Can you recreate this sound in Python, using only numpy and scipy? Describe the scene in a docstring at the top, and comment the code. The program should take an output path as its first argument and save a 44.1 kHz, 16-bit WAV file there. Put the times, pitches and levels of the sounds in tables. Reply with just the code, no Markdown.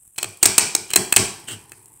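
"""A bare room, close to a plaster wall: a steel putty knife is forced down a crack, a small microphone near it.
The blade sticks and breaks free in short gritty snaps: shaped noise bursts plus damped blade modes, overloaded.
The wall booms with a sagging sine and shuddering noise; echoes and a noise tail answer from the room.
Light drags are rasping noise, the strongest as the blade leaves the crack near the end; faint ticks follow.
Flickering hiss lies beneath, and a faint hollow noise comes up later."""
import sys
import numpy as np
from scipy import signal
from scipy.fft import rfft, irfft
from scipy.io import wavfile
from scipy.ndimage import uniform_filter1d

SR = 44100
rng = np.random.default_rng(int(sys.argv[2]) if len(sys.argv) > 2 else 0)


def int16_out(signal):
    """Quantize to a 16-bit WAV file."""
    q = np.round(np.clip(np.atleast_2d(signal).T, -1, 1) * 32767)
    wavfile.write(sys.argv[1], SR, q.astype(np.int16))


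N = 88200  # two seconds

# Relative colour of the microphone hiss and room rumble: [f/Hz, level/dB]
HISS_COLOUR = [(18, -47), (30, -2.5), (115, -2.5), (252, -14.5), (319, -12), (499, -18.5), (584, -27),
               (721, -18.5), (2350, -25), (2750, -23.5), (4780, -33.5), (6720, -17), (8080, 3),
               (12600, -9.5), (16000, -17)]
HISS_DB, HISS_FLICKER_DB = -51.5, 4
# Relative colour of the faint hollow background: [f/Hz, level/dB]
HOLLOW_COLOUR = [(40, -19.5), (110, 8.5), (220, -6.5), (380, 2), (600, -18), (900, 0.5), (1150, -10),
                 (1400, -19.5), (2000, -13), (4000, -25), (16000, -29.5)]
# Its loudness over time: [t/s, level/dB]
HOLLOW_FADER = [(0, -104), (.4, -76), (1.4, -47.5), (1.7, -55.5), (2, -61)]

# Colour of the room's tail: [f/Hz, level/dB]
TAIL_COLOUR = [(30, -22), (70, -5), (130, 2.5), (220, -4), (420, -5.5), (600, -6), (1100, -1.5),
               (1750, -3.5), (2150, -8), (2380, 1.5), (2650, -8), (3200, -4.5), (4200, -8), (5500, -0.5),
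               (6800, -9), (8200, -9.5), (11000, -8), (16000, -18)]
# Decay of the room, before a last taper: [f/Hz, t60/s]
ROOM_DECAY = [(100, 0.23), (300, 0.59), (900, 0.51), (2400, 0.53), (5000, 0.48), (8200, 0.41),
              (14000, 0.41)]
TAIL_START_S, TAIL_BUILD_S = 0.0076, 0.022

# Early reflections from the nearest surfaces: [delay/s, level/dB]
REFLECTIONS = [(.0075, -19), (0.0132, -13), (.0155, -24.5), (.0205, -26.5)]
# Their shared colour: [f/Hz, level/dB]
REFLECTION_COLOUR = [(100, -11), (1200, 3), (2350, 4), (3200, -9.5), (5500, -5), (8500, -3), (11000, -1),
                     (16000, -10)]

# Low booms of the wall as the pressure lets go: [t/s, lowest note level/dB, shudder level/dB]
WALL_BOOMS = [(.24, -41, -51), (0.444, -32.5, -34.5), (0.584, -54, -33), (.755, -46, -47.5),
              (.955, -35, -33), (1.163, -28.5, -26), (1.509, -37, -48)]
# The note starts BOOM_SAG_HZ above BOOM_HZ and settles down to it
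BOOM_HZ, BOOM_SAG_HZ, BOOM_SETTLE_S = 98.8, 71, 0.016
BOOM_RISE_S, BOOM_T60_S = 0.03, 0.22
# Relative colour of the wall's shudder: [f/Hz, level/dB]
SHUDDER_COLOUR = [(30, -15), (70, -7.5), (160, 1), (200, 5), (260, -7.5), (340, -5.5), (440, 0),
                  (520, -20.5), (800, -13.5), (1500, -23.5), (8000, -73.5)]
SHUDDER_RISE_S, SHUDDER_T60_S = 0.039, 0.27

# Light drags of the edge: [t/s, length/s, level/dB]
EDGE_DRAGS = [(0.409, 0.061, -41), (0.884, 0.034, -40.5), (1.469, 0.062, -31)]
DRAG_RISE_S, DRAG_FADE_S = 0.02, 0.016
DRAG_GRIT_DB, DRAG_ROOM_DB = 0, -12
# Relative colour of the dragging edge: [f/Hz, level/dB]
RASP_COLOUR = [(60, -13), (330, 3.5), (600, -9), (1600, -6.5), (2550, -8), (2850, 10), (3150, 6.5),
               (3500, -5.5), (5500, -16), (7200, -4.5), (8300, 5.5), (10500, -15.5), (16000, -14)]

# Ringing of the blade; longer decays are cut to LONGEST_RING_S: [f/Hz, relative level/dB, t60/s]
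BLADE_MODES = [(1580, -28, .016), (1824, -13.5, 0.0083), (2576, -10.5, 0.047), (3118, -10.5, 0.0062),
               (4098, -8.5, 0.027), (5454, -5.5, .012), (6350, -5.5, 0.0059)]
RING_SPREAD_OCT, LONGEST_RING_S, RING_ROOM_DB = 0.41, 0.02, -11

# Snaps of the blade through plaster; the room send is relative to the snap's own level:
# [t/s, length/s, level/dB, wall knock/dB, treble/dB, blade ring/dB, centre of the ring f/Hz, room send/dB]
PLASTER_SNAPS = [(0.16, .008, -48, -6, 7, 3, 3300, 19), (0.1799, 0.0043, -29.5, 20, 8, 2, 3100, 6),
                 (.184, 0.0062, -20, 4, 2, 4, 3200, 4.5), (.229, 0.0023, -15, 11, 5, 3.5, 3100, -2.5),
                 (0.2431, 0.0036, -18, 16.5, -8, 0.5, 2700, 0),
                 (0.373, 0.0013, -41, -14, 8, -19, 6000, -8.5),
                 (0.4285, 0.0081, 2, 3, -0.5, -17, 4300, 0.5),
                 (0.4554, 0.0044, -0.5, 3.5, -4, -3.5, 5700, 2),
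                 (0.4603, 0.00074, 2.5, 4.5, 6.5, -22.5, 4200, -5.5),
                 (0.5801, 0.0044, 7, -2, -4, -15.5, 4400, 0), (.5836, 0.0062, -8, -3, 3.5, -4.5, 2500, -5),
                 (0.75, 0.0038, -6.5, 7.5, 1, -2, 5700, -1), (0.904, 0.0035, -27, 5, 7, 4, 3200, 3.5),
                 (0.912, 0.0032, -27, 11, 0.5, 6, 2600, 11.5),
                 (0.935, 0.0048, -14.5, 0.5, 5.5, 5, 3600, -9),
                 (0.9587, 0.0056, 0.5, -8.5, 5, -4, 4200, -3.5),
                 (0.9609, .004, -5, 15.5, -24, 1.5, 2800, 2),
                 (1.1244, 0.0037, -9.5, 3, 11.5, 7, 2500, -3.5),
                 (1.1628, 0.0064, 4.5, 0.5, -2, -15.5, 1900, 1),
                 (1.1686, .003, -13.5, 15, 2.5, 12.5, 2700, 6),
                 (1.485, 0.007, -27, -1, -3.5, 4, 1600, 10.5), (1.696, 0.0014, -47, -13, 1, 1, 5300, 2.5),
                 (1.719, 0.0019, -32, 6, 4, 8, 2060, 1.5),
                 (1.858, 0.00071, -42.5, -14.5, 11, -12, 5300, -8)]
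ATTACK_S, RELEASE_S = 0.00029, 0.0011
CRUMB_DB, EASE_DB_PER_S = 2.5, 903
KNOCK_HZ, TREBLE_HZ = 700, 7450  # knock lifts or cuts below, treble above
# Relative colour of breaking plaster: [f/Hz, level/dB]
CRUNCH_COLOUR = [(30, -36), (100, -33), (220, -22.5), (350, -3.5), (520, -14), (800, -8), (1200, -12.5),
                 (1700, -12), (2600, -5.5), (3600, -10.5), (4400, -3.5), (5100, -9), (6800, -1.5),
                 (7500, 3.5), (8200, 9.5), (9000, 1), (10500, -10.5), (13500, -11), (16000, -4)]

EDGE_HZ = 15800  # upper band limit


def amp(db):
    """Turns decibels into gain."""
    return 10 ** (np.asarray(db) / 20)


def unit(x):
    """Scales a sound to rms 1."""
    return x / np.sqrt(np.mean(x ** 2) + 1e-20)


def read(points, hz):
    """Reads a table along a log-frequency axis."""
    f, value = np.transpose(points)
    return np.interp(np.log(hz + 1), np.log(f), value)


def add(mix, s, sound):
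    """Mixes a sound in at a time in seconds."""
    part = mix[max(round(s * SR), 0):][:len(sound)]
    part += sound[:len(part)]


def colour(x, points):
    """Equalises a long noise to a table of levels."""
    gain = amp(read(points, np.fft.rfftfreq(len(x), 1 / SR)))
    return irfft(rfft(x) * gain, len(x))


def causal(db, size=4096):
    """Minimum-phase impulse response: the given gains with the energy as early as possible."""
    log_gain = np.log(amp(np.r_[db, db[-2:0:-1]]))
    spectrum = np.exp(np.conj(signal.hilbert(log_gain)))
    return np.fft.ifft(spectrum).real[:size // 2]


def grit(count, spread_db, size=24):
    """Noise whose strength wanders from crumb to crumb; size is the crumb in samples."""
    noise, lumps = rng.standard_normal((2, count))
    crumb_db = spread_db * unit(uniform_filter1d(lumps, size))
    return unit(noise * amp(crumb_db))


def swell(t, rise, t60):
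    """Rises softly, then dies away; peaks at 1."""
    shape = (1 - np.exp(-(t / rise) ** 2)) * np.exp(-np.log(1000) * t / t60)
    return shape / shape.max()


def background():
    """Coloured noise twice: flickering hiss, and a faint hollow bed riding its own fader."""
    hiss = amp(HISS_DB) * unit(colour(grit(N, HISS_FLICKER_DB, size=200), HISS_COLOUR))
    level_db = np.interp(np.arange(N) / SR, *np.transpose(HOLLOW_FADER))
    hollow = unit(colour(rng.standard_normal(N), HOLLOW_COLOUR))
    return hiss + amp(level_db) * hollow


def room(x):
    """Dense tail of a bare room: noise that dies at its own rate in each frequency band."""
    t = np.arange(SR) / SR
    hz, frame_t, bands = signal.stft(rng.standard_normal(SR), SR, nperseg=256)
    bands = bands * np.exp(-np.log(1000) * frame_t / read(ROOM_DECAY, hz)[:, None])
    tail = signal.istft(bands, SR, nperseg=256)[1][:SR]
    tail = colour(tail / np.linalg.norm(tail), TAIL_COLOUR)
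    tail *= np.clip((t - TAIL_START_S) / TAIL_BUILD_S, 0, 1)
    tail *= np.minimum(np.linspace(10, 0, SR), 1) ** 2  # taper the last tenth to silence
    return signal.fftconvolve(x, tail)[:N]


def slap(x):
    """Delayed, coloured copies: a few reflections from the nearest surfaces."""
    out = np.zeros(N)
    for delay, db in REFLECTIONS:
        add(out, delay, amp(db) * x)
    colour_db = read(REFLECTION_COLOUR, np.fft.rfftfreq(4096, 1 / SR))
    return signal.fftconvolve(out, causal(colour_db))[:N]


def booms():
    """As pressure lets go the wall shudders, and its lowest note sags in pitch, swells and dies."""
    t, out = np.arange(SR // 2) / SR, np.zeros(N)
    turns = np.cumsum(BOOM_HZ + BOOM_SAG_HZ * np.exp(-t / BOOM_SETTLE_S)) / SR
    note = swell(t, BOOM_RISE_S, BOOM_T60_S) * np.sin(2 * np.pi * turns)
    shudder_shape = swell(t, SHUDDER_RISE_S, SHUDDER_T60_S)
    for s, note_db, shudder_db in WALL_BOOMS:
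        shudder = shudder_shape * unit(colour(rng.standard_normal(len(t)), SHUDDER_COLOUR))
        add(out, s, amp(note_db) * note + amp(shudder_db) * shudder)
    return out


def drags():
    """The edge rasps over fine grit: coloured noise that follows the force of each drag."""
    t = np.arange(N) / SR
    force = np.zeros(N)
    for s, length, db in EDGE_DRAGS:
        rise = np.clip((t - s) / DRAG_RISE_S, 0, 1)
        fade = np.exp(-np.maximum(t - s - length, 0) / DRAG_FADE_S)
        force += amp(db) * rise * fade
    return force * unit(colour(grit(N, DRAG_GRIT_DB, size=60), RASP_COLOUR))


def blade(centre_hz, t):
    """Short, hand-damped modes; where the edge catches decides which of them ring most."""
    out = np.zeros(len(t))
    for hz, db, t60 in BLADE_MODES:
        decay = np.exp(-np.log(1000) * t / min(t60, LONGEST_RING_S))
        mode = decay * np.sin(2 * np.pi * hz * t)
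        octaves_off = np.log2(hz / centre_hz)
        favour = np.exp(-.5 * (octaves_off / RING_SPREAD_OCT) ** 2)
        out += amp(db) * favour * mode / np.linalg.norm(mode)
    return out


def fracture(length, size=2048):
    """A brief burst of crumbling, with its energy spread about evenly over frequency."""
    t = np.arange(size) / SR
    attack = np.minimum(t / ATTACK_S, 1) ** 2
    release = np.exp(-np.maximum(t - length, 0) / RELEASE_S)
    shape = attack * amp(-EASE_DB_PER_S * t) * release
    burst = grit(size, CRUMB_DB) * shape
    # Keep only the phases of the burst, which flattens its spectrum, then hold it to its shape
    even = irfft(np.exp(1j * np.angle(rfft(burst)))) * np.sqrt(shape)
    return even * np.linalg.norm(shape) / np.linalg.norm(even)


def snaps(size=4096):
    """Each fracture knocks the wall and rings the blade; gives the direct sound and the room send."""
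    hz, t = np.fft.rfftfreq(size, 1 / SR), np.arange(size // 2) / SR
    crunch_db = read(CRUNCH_COLOUR, hz)
    crunch_db = crunch_db - 10 * np.log10(np.mean(amp(crunch_db) ** 2))  # mean power 1
    low = 1 / (1 + (hz / KNOCK_HZ) ** 2)
    high = 1 - 1 / (1 + (hz / TREBLE_HZ) ** 4)
    direct, send = np.zeros((2, N))
    for s, length, db, knock_db, treble_db, ring_db, centre_hz, room_db in PLASTER_SNAPS:
        plaster = causal(crunch_db + knock_db * low + treble_db * high)
        crunch = signal.fftconvolve(fracture(length), plaster)
        ring = amp(ring_db) * signal.fftconvolve(fracture(length), blade(centre_hz, t))
        add(direct, s, amp(db) * (crunch + ring))
        add(send, s, amp(db + room_db) * (crunch + amp(RING_ROOM_DB) * ring))
    return direct, send


def scene():
    """Balances knife, wall, room and background into one channel."""
    direct, send = snaps()
    rasp = drags()
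    knife = direct + rasp
    answer = slap(knife) + room(send + amp(DRAG_ROOM_DB) * rasp)
    return (knife + answer + booms() + background())[None]


def record(dry):
    """The loudest snaps overload the input, rounding their peaks; then the band limit."""
    clipped = dry / (1 + dry ** 4) ** (1 / 4)
    lowpass = signal.firwin(801, EDGE_HZ, window=("kaiser", 9), fs=SR)
    return signal.oaconvolve(clipped, lowpass[None], "same")


dry = scene()
out = record(dry)
int16_out(out)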